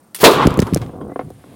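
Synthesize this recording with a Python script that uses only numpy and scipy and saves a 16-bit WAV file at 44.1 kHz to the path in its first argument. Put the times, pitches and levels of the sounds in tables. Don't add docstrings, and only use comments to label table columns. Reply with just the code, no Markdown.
import sys
import numpy as np
from scipy import signal
from scipy.fft import rfft, irfft
from scipy.io import wavfile
from scipy.ndimage import uniform_filter1d

SR = 44100
rng = np.random.default_rng(int(sys.argv[2]) if len(sys.argv) > 2 else 0)


def ratio_of_db(decibels):
    return 10 ** (np.asarray(decibels, float) / 20)


def master(y):
    cut = np.clip(np.atleast_2d(y).T, -1, 1)
    pcm = np.round(cut * 32767)
    wavfile.write(sys.argv[1], SR, pcm.astype(np.int16))


N = 68355
T = np.arange(N) / SR


def unit(x):
    return x / np.sqrt(np.mean(x ** 2))


def noise(colour):
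    hz = np.maximum(np.fft.rfftfreq(N, 1 / SR), 1)
    rows = np.array(colour)
    db = np.interp(np.log(hz), np.log(rows[:, 0]), rows[:, 1], left=-50, right=-60)
    return unit(irfft(rfft(rng.standard_normal(N)) * ratio_of_db(db), N))


def curve(rows, column=1):
    r = np.array(rows)
    return np.interp(T, r[:, 0], r[:, column])


def burst(start, db, hold, t60):
    since = T - start
    fall_db = 60 * np.clip(since - hold, 0, None) / t60
    return ratio_of_db(db - fall_db) * np.clip(since / 0.0012, 0, 1)


def ring(x, hz, t60):
    pole = np.exp(2j * np.pi * hz / SR - np.log(1000) / (t60 * SR))
    return signal.lfilter([1], [1, -pole], x).imag


def flicker(rate):
    width = int(SR / rate)
    return unit(uniform_filter1d(uniform_filter1d(rng.standard_normal(N), width), width))


# frequency in Hz, relative level in dB.
YARD_COLOUR = [(30, -17.5), (190, 0), (300, -6), (1150, -14.5), (2800, -30), (16000, -30)]
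# time in seconds, level in dB.
HISS_LEVEL = [(.45, -38), (.55, -61), (.66, -46.5), (.72, -50), (1.0, -69.5), (1.55, -56)]
# frequency in Hz, relative level in dB.
HISS_COLOUR = [(1500, 0), (3800, -3.5), (6000, -13.5), (10500, -5.5), (16000, -23.5)]
TONE_STARTS = [1.15, 1.21, 1.302]


def yard():
    hum = noise(YARD_COLOUR) * ratio_of_db(-52.5)
    hiss = noise(HISS_COLOUR) * ratio_of_db(curve(HISS_LEVEL)) * (T > HISS_LEVEL[0][0])

    pulses_per_s, cricket_hz, cricket_db = 27, 8900, -65
    pulse_on = np.sin(2 * np.pi * pulses_per_s * T + 2.2 * flicker(8)) > 0
    gate = uniform_filter1d(1. * pulse_on, size=120)
    chirp = unit(ring(rng.standard_normal(N), cricket_hz, .012))
    cricket = chirp * gate * ratio_of_db(cricket_db + 2.5 * flicker(9))

    length_s, tone_db = .045, -66
    on = sum(np.clip(np.minimum(T - s, s + length_s - T) / .004, 0, 1) for s in TONE_STARTS)
    tones = sum(np.sin(2 * np.pi * hz * T) for hz in (10400, 10830))
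    return hum + hiss + cricket + ratio_of_db(tone_db) * on * tones


# start in seconds, level in dB (all lowered by 7.5 dB below),
# time to fall 60 dB in seconds.
TRIGGER_CLICKS = [(0.146, -13.5, 0.029), (0.1531, -17.5, 0.011), (0.159, -21.5, 0.12)]
# frequency in Hz, relative level in dB.
TRIGGER_COLOUR = [(300, -22), (1200, -8), (2600, -6), (7000, -8.5), (9500, -0.5), (16000, -9.5)]
# time in seconds, level in dB before flickering.
LEAK_LEVEL = [(.185, -35), (.199, -36), (.203, -28), (.21, -23.5), (.217, -17.5), (.224, -20),
              (.232, -20.5)]
# frequency in Hz, relative level in dB.
LEAK_COLOUR = [(200, 4.5), (1100, -3.5), (2000, -6.5), (5000, -6.5), (8000, -11), (16000, -5.5)]


def trigger():
    click_shape = sum(burst(s, db - 7.5, 0.0015, t60) for s, db, t60 in TRIGGER_CLICKS)
    clicks = noise(TRIGGER_COLOUR) * click_shape
    fade_in = np.clip((T - LEAK_LEVEL[0][0]) / 0.0033, 0, 1)
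    fade_out = np.clip((.245 - T) / 0.018, 0, 1)
    leak = noise(LEAK_COLOUR) * ratio_of_db(curve(LEAK_LEVEL) + 0.92 * flicker(300))
    return clicks + leak * fade_in * fade_out


# time in seconds, level in dB.
RUMBLE_LEVEL = [(.2, -27), (.24, -42), (.36, -26.5), (.45, -26), (.52, -28), (.56, -32), (.63, -21),
                (.70, -37.5), (.75, -21), (.83, -25.5), (.89, -30.5), (.93, -40), (1.08, -48), (1.155, -52),
                (1.24, -32), (1.33, -40), (1.55, -59.5)]
# frequency in Hz, relative level in dB.
RUMBLE_COLOUR = [(30, -18.5), (100, -6), (137, -1), (180, -12), (300, -14)]
# start in seconds, length in seconds, pitch in Hz, peak level in dB.
SQUEAKS = [(1.092, 0.029, 1940, -54), (1.113, 0.038, 2030, -50.5)]


def handling():
    out = noise(RUMBLE_COLOUR) * ratio_of_db(curve(RUMBLE_LEVEL))
    out = out * np.clip((T - RUMBLE_LEVEL[0][0]) / .02, 0, 1)
    for start, length, hz, db in SQUEAKS:
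        progress = np.clip((T - start) / length, 0, 1)
        out = out + ratio_of_db(db) * np.sin(np.pi * progress) * np.sin(2 * np.pi * hz * T)
    return out


# start in seconds, level in dB, hold in seconds, 60 dB fall in seconds.
BOOM = (.2315, 0.67, 0.024, 0.33)
# start in seconds, level in dB before flickering,
# hold in seconds, 60 dB fall in seconds.
JET = (.2385, -2.7, 0.017, 0.157)
# frequency in Hz, relative level in dB.
BOOM_COLOUR = [(30, -32), (200, -16.5), (340, 0), (500, 0.5), (850, -10), (1150, -8.5), (2000, -26.5)]
# frequency in Hz, relative level in dB.
JET_COLOUR = [(1200, -10), (2400, 7.5), (2900, 1.5), (3600, 8.5), (5600, -6.5), (16000, -10)]
# time in seconds,
# level in dB before tilt and flicker, treble tilt in dB per octave above 1 kHz.
ECHO_COURSE = [(.29, -8.5, -21), (.315, -23, 6.5), (.345, -20, 4), (.39, -12.5, -1.5), (.44, -13, -1),
               (.465, -24.5, -0.5), (.53, -26, 0), (.57, -26, -3.5), (.65, -37.5, -2), (.676, -23.5, -9),
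               (.71, -41, 1), (.9, -49.5, 0)]
# frequency in Hz, relative level in dB.
ECHO_COLOUR = [(60, -20), (240, 1.5), (450, -1), (700, -5.5), (1110, 3), (1800, -13.5), (3500, -14.5),
               (5500, -30), (16000, -44)]


def blast():
    boom = noise(BOOM_COLOUR) * burst(*BOOM)
    jet = noise(JET_COLOUR) * burst(*JET) * ratio_of_db(flicker(130))
    spectrum = rfft(noise(ECHO_COLOUR))
    octave = np.log2(np.maximum(np.fft.rfftfreq(N, 1 / SR), 1) / 1000)
    tilt = curve(ECHO_COURSE, column=2)
    echo = 0
    for k in range(5):
        share = np.clip(1 - abs(np.clip(octave, 0, 4) - k), 0, 1)
        echo = echo + irfft(spectrum * share, N) * ratio_of_db(k * tilt + 0.51 * flicker(51))
    fade_out = np.clip(10 * (1 - T), 0, 1)
    return boom + jet + echo * ratio_of_db(curve(ECHO_COURSE)) * (T > JET[0]) * fade_out


# start in seconds, level in
# dB (before a fixed trim and the opening spike), lowest frequency in Hz, tilt in dB per octave, time for the
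# tail to fall 60 dB in seconds.
TICKS = [(0.3114, -11, 3000, -3.5, 0.0091), (0.337, -10.5, 3520, -19.5, 0.013),
         (0.4701, -6.5, 700, -4, 0.025), (.5066, -25.5, 4000, -4, .012), (0.541, -23, 2870, 0.5, 0.0095),
         (.5738, -24, 3000, 2, 0.019), (0.5911, -9.5, 801, -5.5, 0.035), (0.6015, -11, 4440, -8, 0.014),
         (0.6188, -15.5, 975, -4, 0.036), (0.6246, -16.5, 797, -6.5, 0.053), (0.6688, -27, 700, -2, 0.05),
         (0.7354, -19, 930, -5, 0.05), (0.7459, -6, 4250, -6, 0.013), (0.7608, -14.5, 704, -7.5, 0.028),
         (.7720, -17.5, 1100, -5.5, .035), (0.8167, -27, 1170, -7, 0.1), (0.8631, -35, 1500, -8, 0.019),
         (1.3034, -37.5, 3000, 2, 0.018)]


def ticks():
    n = 4096
    out, t = np.zeros(N), T[:n]
    hz = np.maximum(np.fft.rfftfreq(n, 1 / SR), 1)
    for (start, db, low_hz, tilt_db, t60), grit in zip(TICKS, rng.standard_normal((len(TICKS), n))):
        tilted = rfft(grit) * ratio_of_db(tilt_db * np.log2(hz / low_hz))
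        band = unit(irfft(tilted / (1 + (low_hz / hz) ** 6) / (1 + (hz / 15000) ** 6), n))
        rattle = ratio_of_db(-60 * t / t60)
        spike = ratio_of_db(4 - 60 * t / .004)
        i = int(start * SR)
        out[i:i + n] += band * ratio_of_db(db - 10) * (rattle + spike) * np.clip(t / .0002, 0, 1)
    return out


# centre in seconds, peak level in dB, pitch in Hz at the centre,
# length in cycles.
BUMPS = [(.4540, -4, 297, 1.35), (0.4608, 6, 205, 0.87), (.4735, -2, 400, 1.5), (.4760, 6.5, 151, 0.43),
         (0.516, -7, 111, 0.69), (.5755, -6.5, 303, 0.56), (0.5814, -1, 172, 0.52), (0.5934, 2, 327, 1.13),
         (.5960, 2, 173, 1.5), (0.625, -5, 355, 1.23), (0.6301, -4.5, 164, 0.59), (0.7279, -3.5, 238, 0.94),
         (0.739, -3, 149.6, 0.83), (0.7634, -6.5, 432, 2), (0.773, -11, 256, 1.6), (0.7792, -14, 157, 0.74)]


def bumps():
    sag, out = 0.66, 0
    for centre, db, hz, cycles in BUMPS:
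        u = np.clip((T - centre) * hz, -6, 6)
        swing = np.cos(2 * np.pi * (u - sag * u * np.tanh(u) / 2))
        out = out + ratio_of_db(db) * np.exp(-(2 * u / cycles) ** 2) * swing
    return out


# start in seconds, peak level of the ringing in dB, contact time in ms,
# travel time in ms of the lowest ring (higher bending waves arrive sooner).
KNOCKS = [(0.669, -22, 0.35, 2), (0.8225, -21.5, 0.5, 2), (0.892, -25, .7, 2), (0.933, -26.5, .8, 2),
          (1.0085, -19, 0.5, 8), (1.0950, -20, 1.0, 2), (1.1165, -21, .9, 2), (1.1580, -13.5, .5, 1.5),
          (1.1918, -11.5, 0.22, 1.8), (1.2095, -21.5, 0.3, 1.5), (1.278, -30, 1.4, 1.5),
          (1.302, -26, 1.0, 1.5), (1.439, -33, 0.3, 2.5)]
# frequency in Hz and level in dB before each knock's own
# variation, time to fall 60 dB in seconds (shortened for the shuffle).
PIPE_MODES = [(275, -1, .06), (390, -4, .045), (506, -1, .045), (730, -1, .035), (1070, -1.5, .03),
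              (1410, -8, .022), (2130, -12, .022), (3500, -22, .015)]
# time in seconds, level in dB.
SHUFFLE_LEVEL = [(.48, -22.5), (.64, -34.5), (.705, -30.5), (.80, -35.5), (.83, -30), (.88, -34),
                 (.92, -38), (.96, -31.5), (1.07, -30.5), (1.13, -38.5), (1.15, -60.5), (1.225, -36.5),
                 (1.26, -44.5), (1.34, -54.5), (1.55, -42.5)]


def pipe():
    n = 4096
    out, t, t_ms = np.zeros(N), T[:n], T[:n] * 1000
    spread_db, detune = 2, .012
    clack_db, clack_t60 = -13, 0.06
    clack_noise = noise([(300, 3), (700, 2.5), (1500, -5), (5000, -27), (9000, -28)])
    variation = rng.standard_normal((len(KNOCKS), len(PIPE_MODES), 2))
    for (start, db, contact_ms, travel_ms), own in zip(KNOCKS, variation):
        i = int(start * SR)
        ringing = 0
        for k, ((hz, mode_db, t60), (a, b)) in enumerate(zip(PIPE_MODES, own)):
            arrival_ms = contact_ms + travel_ms * np.sqrt(PIPE_MODES[0][0] / hz)
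            push = -np.exp(-((t_ms - arrival_ms) / (.4 * contact_ms)) ** 2)
            mode = ring(push, hz * (1 + detune * b), t60)
            ringing = ringing + (-1) ** k * ratio_of_db(mode_db + spread_db * a) * mode
        push = np.exp(-((t_ms - contact_ms) / (.4 * contact_ms)) ** 2)
        clack = unit(signal.lfilter(push[:128] ** 4, 1, clack_noise[i:i + n]))
        clack = clack * ratio_of_db(clack_db - 60 * t / clack_t60)
        clack = clack * np.clip((t_ms - travel_ms / 2) / contact_ms, 0, 1)
        out[i:i + n] += ratio_of_db(db) * (ringing / abs(ringing).max() + clack)

    jolts_per_s, jolt_spread_db = 1200, 4
    jolts = (rng.random(N) < jolts_per_s / SR) * ratio_of_db(jolt_spread_db * rng.standard_normal(N))
    jolts = jolts * np.sign(rng.standard_normal(N))
    jolts = uniform_filter1d(uniform_filter1d(jolts, size=20), size=20)
    shuffle = unit(sum(ratio_of_db(db) * ring(jolts, hz, 0.4 * t60) for hz, db, t60 in PIPE_MODES))
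    return out + shuffle * ratio_of_db(curve(SHUFFLE_LEVEL)) * (T > SHUFFLE_LEVEL[0][0])


# time in seconds, level in dB that the modes add to.
CLINKS = [(.817, -48), (1.0115, -55), (1.193, -57)]
# frequency in Hz, relative level in dB before each clink's own
# variation, time to fall 60 dB in seconds.
FITTING_MODES = [(2150, -1, .13), (3090, -2, .13), (3290, -2, .13), (3740, -6, .1), (4780, -7, .1)]


def fitting():
    out, spread_db = 0, 2
    variation = rng.standard_normal((len(CLINKS), len(FITTING_MODES)))
    for (time, db), own in zip(CLINKS, variation):
        hit = 1. * (np.arange(N) == int(time * SR))
        for (hz, mode_db, t60), a in zip(FITTING_MODES, own):
            out = out + ratio_of_db(db + mode_db + spread_db * a) * ring(hit, hz, t60)
    return out


def scene():
    mix = yard() + trigger() + handling() + blast() + ticks() + bumps() + pipe() + fitting()
    return mix[None, :]


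def band_limit(x):
    return signal.sosfilt(signal.butter(12, 16780, fs=SR, output="sos"), x)


def record(dry):
    mic = signal.sosfilt(signal.butter(2, 70, "high", fs=SR, output="sos"), dry)
    ceiling = ratio_of_db(-.2)
    mix = np.clip(mic, -ceiling, ceiling)
    return band_limit(mix)


dry = scene()
out = record(dry)
master(out)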